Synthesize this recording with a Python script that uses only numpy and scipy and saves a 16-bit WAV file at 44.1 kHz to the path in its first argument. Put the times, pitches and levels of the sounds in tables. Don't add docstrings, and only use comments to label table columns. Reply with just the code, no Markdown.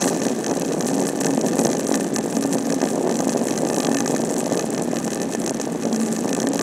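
import sys
import numpy as np
from scipy import signal
from scipy.io import wavfile
from scipy.ndimage import uniform_filter1d

SR = 44100
rng = np.random.default_rng(int(sys.argv[2]) if len(sys.argv) > 2 else 0)


def put_to_file(sound):
    columns = np.atleast_2d(sound).T
    safe = np.clip(columns, -1, 1)
    whole_steps = np.round(safe * 32767)
    wavfile.write(sys.argv[1], SR, whole_steps.astype(np.int16))


def field_ratio(decibels):
    return 10 ** (np.asarray(decibels, dtype=float) / 20)


N = 291942


def level(x):
    return x / np.sqrt(np.mean(x ** 2))


def ring(x, hz, width_hz):
    return signal.lfilter(*signal.iirpeak(hz, hz / width_hz, fs=SR), x)


def body(x, modes):
    out = np.zeros(N)
    for k, (hz, width_hz, db) in enumerate(modes):
        out += (-1) ** k * field_ratio(db) * ring(x, hz, width_hz)
    return out


def place(s, shapes):
    out = np.zeros(N + SR)
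    starts = (np.abs(s) * SR).astype(int)
    np.add.at(out, starts[:, None] + np.arange(shapes.shape[1]), shapes)
    return out


def wander(rate_hz):
    hold = int(SR / rate_hz)
    steps = np.repeat(rng.standard_normal(N // hold + 1), hold)
    return uniform_filter1d(steps, hold)[:N]


def patches(rate_hz, depth_db):
    return field_ratio(depth_db * np.maximum(wander(rate_hz), -1))


def swarm(count, spread_db, cap_db, even=False):
    chance = rng.random((count, 2))
    share = chance[:, 0]
    if even:
        gaps = 1 + share ** 2
        share = np.cumsum(gaps) / (gaps.sum() + 1)
    return share * N / SR, np.minimum(-spread_db * np.log(chance[:, 1]), cap_db)


def controls(table):
    s, *columns = np.transpose(table)
    return [np.interp(np.arange(N) / SR, s, c) for c in columns]


def rink():
    rumble = level(ring(rng.standard_normal(N), 188, 78))
    floor = level(ring(rng.standard_normal(N), 40, 31))
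    return field_ratio(-33) * rumble + field_ratio(-34.5) * floor


def chatter(s, db, contact_ms, rebound_ms, rebound_db, rattle_db):
    t_ms = np.arange(300) / SR * 1000
    chance = rng.standard_normal((len(s), 2))
    late_ms = rebound_ms * (1 + .1 * chance[:, :1])
    first = np.exp(-t_ms / contact_ms)
    again = field_ratio(rebound_db + 4 * chance[:, 1:]) * np.exp(-np.abs(t_ms - late_ms) / .15)
    rattle = field_ratio(rattle_db) * np.exp(-np.maximum(t_ms - late_ms, 0) / 1.9)
    grit = rng.standard_normal((len(s), len(t_ms)))
    grit[:, 0] = -3.5
    grit /= np.sqrt(np.sum((grit * first) ** 2, axis=1, keepdims=True))
    return place(s, field_ratio(db)[:, None] * grit * (first + again + rattle))[:N]


def lull_after(s, db, after_ms, last_ms, depth_db):
    t_ms = np.arange(900) / SR * 1000
    lull = np.exp(-((t_ms - after_ms) / last_ms) ** 4)
    hushed = place(s, field_ratio(db + 12)[:, None] * lull)[:N]
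    return field_ratio(depth_db * np.tanh(hushed))


# start_s, level_db (peak)
KNOCKS = [(0.0054, -29), (0.0247, -15), (0.0417, -17), (0.0557, -29), (0.0867, -25), (0.0989, -21),
          (0.1303, -22), (0.1626, -31), (0.2184, -19), (0.2359, -19.5), (0.2521, -18), (0.2666, -17),
          (0.284, -19), (0.297, -22), (0.33, -29), (0.3632, -26.5), (0.4086, -30), (0.4438, -18),
          (0.4641, -15.0), (0.4818, -23), (0.497, -21), (0.5124, -17), (0.5388, -21), (0.5703, -18),
          (0.6113, -22), (0.6201, -19.5), (0.649, -19.5), (0.6874, -26.5), (0.7225, -20), (0.7346, -21),
          (0.8083, -14.5), (0.825, -23), (0.8684, -18), (0.8843, -20.5), (0.915, -21), (0.9485, -24),
          (0.9698, -29), (0.9808, -21), (0.9957, -22), (1.0148, -20), (1.0253, -20), (1.037, -21),
          (1.0525, -19), (1.069, -16.5), (1.1094, -33), (1.1576, -23), (1.2146, -25), (1.235, -20),
          (1.2464, -14), (1.267, -12), (1.285, -22), (1.3365, -20), (1.3734, -20), (1.4121, -17),
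          (1.4638, -14.5), (1.4853, -27), (1.4945, -25.5), (1.533, -17), (1.5918, -9.5), (1.6185, -17.5),
          (1.6505, -8.5), (1.669, -15), (1.691, -21), (1.7017, -18.5), (1.716, -18), (1.731, -16.5),
            (1.7502, -19), (1.769, -18), (1.8065, -29), (1.869, -15.5), (1.886, -21), (1.906, -23.0),
            (1.922, -14.5), (1.942, -11.5), (1.9555, -16), (1.9742, -23), (2.0442, -25), (2.1617, -11.5),
            (2.185, -16), (2.242, -27), (2.259, -26), (2.301, -23), (2.326, -18.5), (2.3527, -22),
            (2.3676, -15.5), (2.4089, -25), (2.4274, -19), (2.4382, -16.5), (2.5324, -19), (2.5464, -18.5),
            (2.584, -19.5), (2.6544, -26), (2.6684, -22.5), (2.702, -19), (2.724, -17), (2.743, -15.5),
            (2.8028, -23.5), (2.817, -15.5), (2.8378, -18), (2.8535, -23), (2.8733, -24), (2.8871, -17.5),
            (2.958, -21.5), (3.073, -23), (3.0939, -17.5), (3.1123, -20), (3.1242, -20), (3.1422, -21),
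            (3.156, -19), (3.19, -19), (3.2048, -14), (3.281, -22.5), (3.294, -14.5), (3.306, -25),
            (3.3356, -20), (3.3759, -20), (3.4523, -32), (3.47, -23),
          (3.4845, -13.5), (3.5085, -16.5), (3.523, -20.5), (3.5307, -25.0), (3.5394, -22),
            (3.5602, -17.5), (3.5768, -14), (3.5868, -20), (3.6505, -19), (3.672, -19.5), (3.687, -23),
            (3.7005, -16.5), (3.731, -19), (3.7444, -15.5), (3.765, -16), (3.784, -14), (3.8022, -13),
            (3.8302, -18), (3.8483, -11), (3.8692, -13), (3.9156, -17), (3.9275, -20), (3.946, -13.5),
            (3.9697, -16), (3.9859, -17), (4.0051, -9.5), (4.0599, -13.5), (4.0774, -11), (4.1015, -26),
            (4.1094, -20), (4.1212, -23), (4.149, -18), (4.163, -15), (4.2063, -22), (4.2182, -21),
            (4.2384, -24.0), (4.2979, -24), (4.3113, -24), (4.323, -24), (4.3404, -24), (4.3648, -17.5),
            (4.3837, -22.5), (4.4598, -18), (4.4993, -24), (4.5141, -27), (4.524, -19), (4.534, -21),
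            (4.5456, -21), (4.574, -17.5), (4.594, -13), (4.6092, -20), (4.73, -26), (4.7474, -19),
            (4.779, -16), (4.7972, -24), (4.823, -25), (4.8348, -26), (4.873, -34), (4.914, -20.5),
            (4.9296, -23),
          (4.942, -25), (4.969, -17), (4.9865, -18.5), (5.0002, -24.5), (5.047, -24), (5.065, -24),
            (5.0785, -20.5), (5.1047, -20), (5.1187, -22), (5.1327, -16.5), (5.1449, -25), (5.157, -21),
            (5.2003, -21.5), (5.2172, -16), (5.231, -19.5), (5.3245, -22.5), (5.3359, -18), (5.35, -17),
            (5.4177, -21.5), (5.4397, -23), (5.4622, -15), (5.4772, -13.5), (5.495, -16), (5.545, -20.5),
            (5.5694, -28), (5.5996, -19), (5.614, -15), (5.653, -22), (5.6773, -29), (5.814, -28),
            (5.824, -23), (5.8343, -19.5), (5.854, -19.5), (5.9278, -17), (5.9462, -19.0), (5.961, -15.5),
            (6.0628, -21.5), (6.1055, -28), (6.1645, -20), (6.19, -20), (6.2458, -21), (6.2784, -19.5),
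            (6.292, -18), (6.3298, -14.5), (6.3503, -20), (6.3665, -17.5), (6.39, -23), (6.4012, -14.5),
            (6.4185, -17.5), (6.43, -19), (6.4706, -13), (6.519, -27), (6.5335, -19), (6.5444, -23),
            (6.5573, -17.5), (6.5782, -20), (6.5931, -12), (6.6118, -15),
          (4.96, -27),
    (5.0286, -28),
    (5.758, -32),
    (5.8002, -35),
    (5.8855, -30),
    (5.8975, -30),
    (6.0325, -25),
    (6.0855, -24),
]


def knocking(loose_db):
    bounce_ms, scatter, clear_ms = 17, 0.19, 13
    s, db = np.transpose(KNOCKS)
    chance = rng.standard_normal((500, 2))
    gaps_s = bounce_ms / 1000 * np.exp(scatter * chance[:, 0])
    rock_s = np.minimum(np.cumsum(gaps_s), N / SR)
    nearest_s = np.abs(rock_s[:, None] - s).min(axis=1)
    free = (nearest_s > clear_ms / 1000) & (rock_s < N / SR)
    loose_then_db = loose_db[np.clip(rock_s * SR, 0, N - 1).astype(int)]
    rock_db = loose_then_db + 29 + 1.4 * chance[:, 1] - 100 * ~free
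    return np.r_[s, rock_s], np.r_[db + 15.5, rock_db]


# pitch_hz, width_hz, level_db
CASE = [
    (813.3, 10.4, 5),
    (1195, 60, -4),
    (1624, 250, -9),
    (1765, 39, -3.5),
    (1974, 34, -11),
    (2532, 132, -11.5),
    (2977, 28, -17),
    (2800, 910, -22),
    (3240, 96, -16.5),
]
# pitch_hz, width_hz, level_db
KNOCK_RING = [
    (3880, 460, -6.5),
    (4670, 1800, -15.5),
    (5350, 760, -6),
    (6357, 890, 6),
    (8060, 240, -7),
    (10560, 330, -3),
]


def shell(hits, fine, clear, hiss):
    buzz = swarm(count=600, spread_db=0, cap_db=6.5, even=True)
    buzz = level(chatter(*buzz, contact_ms=0.13, rebound_ms=1.6, rebound_db=-24, rattle_db=-31))
    knocks = field_ratio(1.5) * chatter(*hits, contact_ms=0.13, rebound_ms=2.4, rebound_db=-7, rattle_db=-16.5)
    knocks += field_ratio(6.5) * fine * clear * buzz + hiss
    low = signal.butter(4, 2100, fs=SR, output="sos")
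    hum = field_ratio(-37) * signal.sosfilt(low, rng.standard_normal(N))
    panels = np.zeros(N)
    for hz, width_hz, db in CASE:
        spot = np.tanh(1.3 + 1.59 * wander(150))
        panels += field_ratio(db) * ring(knocks * spot + hum, hz, width_hz)
    dull = signal.lfilter(*signal.butter(1, [2200, 9000], "band", fs=SR), knocks)
    return body(dull, KNOCK_RING) + field_ratio(11.5) * panels


# start_s, level_db (peak)
TICKS = [(0.0077, -26), (0.013, -20), (0.0316, -25), (0.1372, -24), (0.1921, -27), (0.3894, -24),
         (0.5526, -22), (0.5972, -18.5), (0.6597, -23), (0.7957, -23), (0.8586, -21), (0.9504, -23.5),
         (0.956, -24), (1.0044, -18.5), (1.083, -22), (1.0976, -31), (1.2052, -21), (1.221, -19),
         (1.2592, -13), (1.3479, -19), (1.481, -26), (1.5557, -15), (1.6116, -19), (1.634, -19),
         (1.6376, -18), (1.6438, -25), (1.6791, -23), (1.713, -20), (1.7828, -25), (1.8773, -27),
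         (1.8879, -23), (1.895, -21), (1.906, -21), (1.9509, -19), (2.0308, -25), (2.1408, -19),
         (2.147, -21), (2.189, -20), (2.2615, -21.5), (2.3847, -24), (2.4104, -21), (2.464, -22),
         (2.4751, -23), (2.6693, -20), (2.7042, -22.0), (2.9045, -19), (2.9559, -23), (3.0325, -22),
         (3.1142, -27), (3.1693, -16), (3.222, -19), (3.2538, -23.0), (3.276, -19), (3.2813, -22),
         (3.3018, -21),
         (3.307, -22.5), (3.437, -28), (3.4414, -23.5), (3.4543, -19.5), (3.472, -19), (3.4988, -22),
           (3.6066, -24.0), (3.6195, -20.5), (3.6748, -22), (3.6897, -22), (3.7323, -23.5), (3.7518, -26),
           (3.761, -17.5), (3.9345, -23), (4.0473, -23), (4.0892, -23), (4.0949, -28), (4.1089, -19),
           (4.1174, -20), (4.17, -23.5), (4.2057, -23), (4.2118, -22), (4.2493, -22), (4.2664, -27),
           (4.273, -28), (4.305, -19), (4.311, -18), (4.3204, -25.0), (4.3352, -21.5), (4.341, -20),
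           (4.3577, -26), (4.382, -15.5), (4.4673, -20), (4.5543, -20), (4.705, -17), (4.7383, -23),
           (4.821, -17), (4.849, -27), (5.0437, -24), (5.049, -18), (5.0556, -24.5), (5.1466, -17),
           (5.3379, -22.5), (5.401, -20), (5.445, -21), (5.4637, -23), (5.508, -19.5), (5.7228, -23),
           (6.208, -18), (6.2585, -23), (6.306, -21.0), (6.349, -16), (6.488, -17), (6.535, -18),
           (6.546, -17.5), (6.571, -18), (6.6008, -26.5)]


def ticking(knock_s, knock_db):
    follow_ms, follow_db = np.array([1.5, 8]), np.array([-13, -16.5])
    s, db = np.transpose(TICKS)
    chance = rng.standard_normal((len(knock_s), 4))
    late_s = knock_s[:, None] + follow_ms / 1000 * (1 + .12 * chance[:, :2])
    late_db = knock_db[:, None] + follow_db + 3 * chance[:, 2:]
    return np.r_[s, late_s.ravel()], np.r_[db + 12, late_db.ravel()]


# pitch_hz, width_hz, level_db
TICK_RING = [
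    (7560, 1080, 2.5),
    (9800, 1050, -2.5),
    (11560, 1400, -9.5),
    (16000, 420, -29),
]


def lighter_part(hits, fine, clear, scrape):
    buzz = swarm(count=1200, spread_db=0, cap_db=-1, even=True)
    buzz = level(chatter(*buzz, contact_ms=0.78, rebound_ms=1, rebound_db=-4, rattle_db=-25))
    ticks = field_ratio(6.5) * chatter(*ticking(*hits), contact_ms=0.2, rebound_ms=0.82, rebound_db=-7, rattle_db=-28)
    ticks += field_ratio(7) * fine * clear ** 0.027 * buzz
    ticks += field_ratio(-8.5) * fine * scrape
    return body(ticks, TICK_RING)


def case(loose_db):
    hits = knocking(loose_db)
    clear = lull_after(*hits, after_ms=9, last_ms=5, depth_db=-15)
    fine = field_ratio(loose_db + 1.5) * patches(60, 5.23)
    scrape = patches(130, 6.9) * rng.standard_normal((2, N))
    launch_db = 19 * np.exp(-np.arange(N) / SR / 0.95)
    hiss = field_ratio(loose_db - 7 + launch_db) * np.sqrt(clear) * scrape[0]
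    return shell(hits, fine, clear, hiss) + lighter_part(hits, fine, clear, scrape[1])


def jolts(s, db, width_ms, scatter):
    width = width_ms * np.exp(scatter * rng.standard_normal((len(s), 1)))
    t = (np.arange(256) - 128) / SR * 1000 / width
    dip = 0.21 * np.exp(-(t + 2.22) ** 2)
    return place(s, field_ratio(db)[:, None] * (np.exp(-t ** 2 / 2) - dip))[128:N + 128]


# start_s, level_db (peak)
BUMPS = [(0.0221, -10), (0.037, -18), (0.048, -13), (0.059, -9.5), (0.071, -7), (0.0858, -15),
         (0.113, -14.5), (0.123, -12), (0.1659, -12), (0.2183, -12), (0.2253, -19), (0.236, -15),
         (0.2592, -13), (0.2667, -8.5), (0.276, -15), (0.3059, -11), (0.471, -12.5), (0.4936, -10.5),
         (0.5026, -12), (0.511, -11), (0.5181, -7), (0.5298, -13), (0.563, -12), (0.5739, -17),
         (0.5816, -13.0), (0.6188, -13), (0.6337, -13), (0.6873, -27), (0.702, -18), (0.7412, -18),
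         (0.769, -16), (0.7812, -13), (0.7916, -16), (0.804, -14.0), (0.8145, -17), (0.8606, -13),
         (0.888, -11), (0.9141, -11.5), (0.9341, -15), (0.9718, -16), (0.9795, -12), (0.9895, -10),
         (1.0006, -12), (1.0114, -14), (1.0225, -7), (1.0877, -12), (1.1773, -15), (1.203, -16),
         (1.2179, -11.5), (1.247, -18), (1.257, -8.5), (1.2826, -12.5), (1.2938, -10.5), (1.3004, -15),
         (1.337, -19), (1.3789, -5), (1.4382, -15), (1.4462, -8), (1.4536, -9), (1.464, -13),
         (1.4805, -16), (1.5555, -12), (1.5694, -11), (1.5914, -6.5), (1.599, -11), (1.618, -8),
           (1.6491, -10), (1.6579, -4), (1.673, -9.5), (1.6909, -11), (1.7338, -14), (1.7503, -10),
           (1.7964, -15.0), (1.8928, -8), (1.915, -4), (1.9207, -16), (1.9326, -15), (1.951, -16),
           (1.9687, -17), (2.0001, -10.5), (2.0487, -15), (2.066, -15), (2.183, -15), (2.19, -9.5),
           (2.198, -14), (2.2589, -11), (2.2782, -13), (2.3248, -17), (2.3711, -7.5), (2.4256, -16),
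           (2.4379, -24), (2.4506, -7.5), (2.4575, -13), (2.508, -16), (2.5235, -15), (2.5408, -12),
           (2.555, -7), (2.5623, -10), (2.6732, -11.5), (2.6857, -20), (2.717, -15), (2.736, -9),
           (2.7772, -17), (2.7883, -15), (2.8152, -10), (2.83, -4.5), (2.841, -8), (2.851, -18),
           (2.8615, -11), (2.932, -20), (2.94, -17), (2.9486, -14), (2.9583, -15), (2.978, -10),
           (3.0111, -12.5), (3.0417, -10), (3.053, -10), (3.0664, -8.5), (3.077, -6.5), (3.0931, -13),
         (3.1034, -9.5), (3.1197, -12), (3.1497, -18), (3.198, -14), (3.204, -6), (3.2263, -14.5),
           (3.272, -5), (3.2895, -9), (3.3214, -17), (3.3333, -19), (3.3498, -9), (3.362, -5.5),
           (3.372, -18), (3.3922, -15), (3.4157, -10.5), (3.4364, -15), (3.4572, -14), (3.486, -28),
           (3.515, -13), (3.549, -18), (3.5698, -17), (3.5821, -18), (3.5971, -16), (3.6196, -13),
           (3.6344, -5.5), (3.646, -16), (3.6528, -13), (3.6595, -14), (3.6724, -13), (3.6896, -17),
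           (3.7004, -9), (3.7134, -9), (3.7307, -16), (3.743, -13), (3.7741, -10), (3.781, -8),
           (3.7889, -17), (3.8, -10), (3.83, -14), (3.842, -12), (3.8483, -13), (3.86, -11.5), (3.867, -17),
           (3.8733, -14.5), (3.888, -3.5), (3.9143, -9), (3.931, -11), (3.9564, -12.5), (3.9925, -20),
           (4.0045, -11), (4.0147, -17), (4.059, -13), (4.078, -14.5), (4.0983, -12), (4.1047, -10),
           (4.122, -16), (4.1367, -14), (4.143, -5), (4.1946, -19), (4.202, -10.5),
         (4.2371, -11), (4.289, -21), (4.3054, -12), (4.3632, -19), (4.3771, -13), (4.393, -12),
           (4.42, -23), (4.433, -14), (4.467, -9), (4.478, -14), (4.4943, -14), (4.5116, -15), (4.5213, -5),
           (4.5403, -15), (4.556, -11), (4.5736, -9), (4.5902, -13), (4.6432, -9), (4.689, -16),
           (4.777, -13), (4.7954, -10), (4.8127, -11), (4.822, -17), (4.885, -15), (4.934, -8),
           (5.003, -21), (5.0748, -15), (5.0808, -11.5), (5.105, -22), (5.17, -16), (5.217, -15),
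           (5.2613, -20), (5.3501, -8.5), (5.476, -14.5), (5.51, -11), (5.599, -12.5), (5.6735, -10),
           (5.7496, -13), (5.8529, -11.5), (5.863, -22), (5.8702, -11), (5.913, -15), (5.9265, -10.5),
           (6.1146, -20), (6.246, -10), (6.2567, -9), (6.2726, -15), (6.2837, -13), (6.3035, -14),
           (6.336, -19), (6.371, -20), (6.3781, -12), (6.388, -12), (6.42, -11), (6.4415, -8),
           (6.4536, -17), (6.471, -13.0), (6.5378, -10), (6.5507, -17), (6.558, -13)]
# pitch_hz, width_hz
MOUNT = [
    (221, 4),
    (277, 2),
]


def stone(rough_db, hum_db, lean_db):
    s, db = np.transpose(BUMPS)
    big = jolts(s, db + 3, width_ms=0.32, scatter=0.035)
    fine = jolts(*swarm(count=1900, spread_db=1, cap_db=-8), width_ms=0.42, scatter=0.22)
    push = big + field_ratio(rough_db + 2.5) * level(fine - fine.mean())
    push = push * np.minimum(np.arange(N) / 600, 1)
    give, q = 2 * np.pi * 168, 0.76
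    spring = signal.bilinear([1, 0, 0], [1, give / q, give ** 2], SR)
    bumps = signal.lfilter(*spring, push)
    low, high = (level(ring(push, hz, width_hz)) for hz, width_hz in MOUNT)
    return bumps - field_ratio(hum_db + lean_db - 4) * low + field_ratio(hum_db - 5.5) * high


# start_s, rough_db (of the ice), loose_db (freedom of the case)
SLIDE = [(0, -23.5, -38), (.25, -25, -42), (.42, -27, -45.5), (.9, -24.5, -41), (1.3, -24.5, -42),
         (1.7, -23, -42.5), (1.82, -27, -41.5), (1.95, -26, -38), (2.08, -26, -45.5), (2.5, -26.5, -43),
         (3.0, -24.5, -43), (3.5, -24.5, -42.5), (3.95, -25, -43.5), (4.5, -24, -42.5), (4.75, -26, -44.5),
         (5.75, -28, -47), (6.1, -26, -42), (6.62, -26, -47.5)]
# start_s, hum_db, lean_db (towards the low ring)
SWAY = [(0.0, -25, -3), (0.03, -27.5, -19), (0.64, -24, -3), (1.1, -23, -11), (1.12, -31, 0),
        (2.36, -27.5, 3.5), (2.38, -22, -7), (2.58, -26.5, -4), (2.62, -31, 11), (2.73, -27.5, -1),
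        (3.65, -39.5, 13.5), (3.89, -21, -6), (4.37, -36, 10), (4.55, -35, 5), (5.9, -30, 6.5),
        (6.01, -33, 13), (6.51, -22, -13), (6.62, -29, -17)]


def scene():
    rough_db, loose_db = controls(SLIDE)
    hum_db, lean_db = controls(SWAY)
    return (rink() + case(loose_db) + stone(rough_db, hum_db, lean_db))[None]


# low_hz, high_hz, time_share (0-1)
MUTED = [
    (2700, 4000, .15),
    (3700, 5600, .18),
    (8500, 15900, .08),
    (10500, 15900, .14),
    (12600, 15900, .25),
    (12700, 13300, .42),
    (13300, 13900, .55),
    (13900, 14700, .48),
    (14700, 15900, .35),
    (15800, 19000, .97),
]


def drop_faint_bands(sound):
    for low_hz, high_hz, share in MUTED:
        sos = signal.butter(8, [low_hz, high_hz], "band", fs=SR, output="sos")
        band = signal.sosfiltfilt(sos, sound)
        now_db, around_db = (10 * np.log10(uniform_filter1d(band ** 2, size=size) + 1e-12)
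                             for size in (200, 1500))
        band_db = now_db - .85 * around_db
        band_db = band_db + 4 * (low_hz > 12600) * wander(35)
        mute = np.clip((np.quantile(band_db, share) - band_db) / 2 + .5, 0, 1)
        sound = sound - uniform_filter1d(mute, size=100) * band
    return sound


def roll_off(x):
    return signal.sosfilt(signal.butter(12, 16660, fs=SR, output="sos"), x)


def record(dry):
    dry = np.tanh(1.7 * dry) / 1.7
    bass_cut = signal.butter(3, 140, "high", fs=SR, output="sos")
    cut = signal.sosfiltfilt(bass_cut, dry) + field_ratio(-24.5) * dry
    cut = drop_faint_bands(cut)
    top_cut = signal.ellip(8, .2, 16, 15750, fs=SR, output="sos")
    mix = signal.sosfilt(top_cut, cut)
    return roll_off(mix)


dry = scene()
out = record(dry)
put_to_file(out)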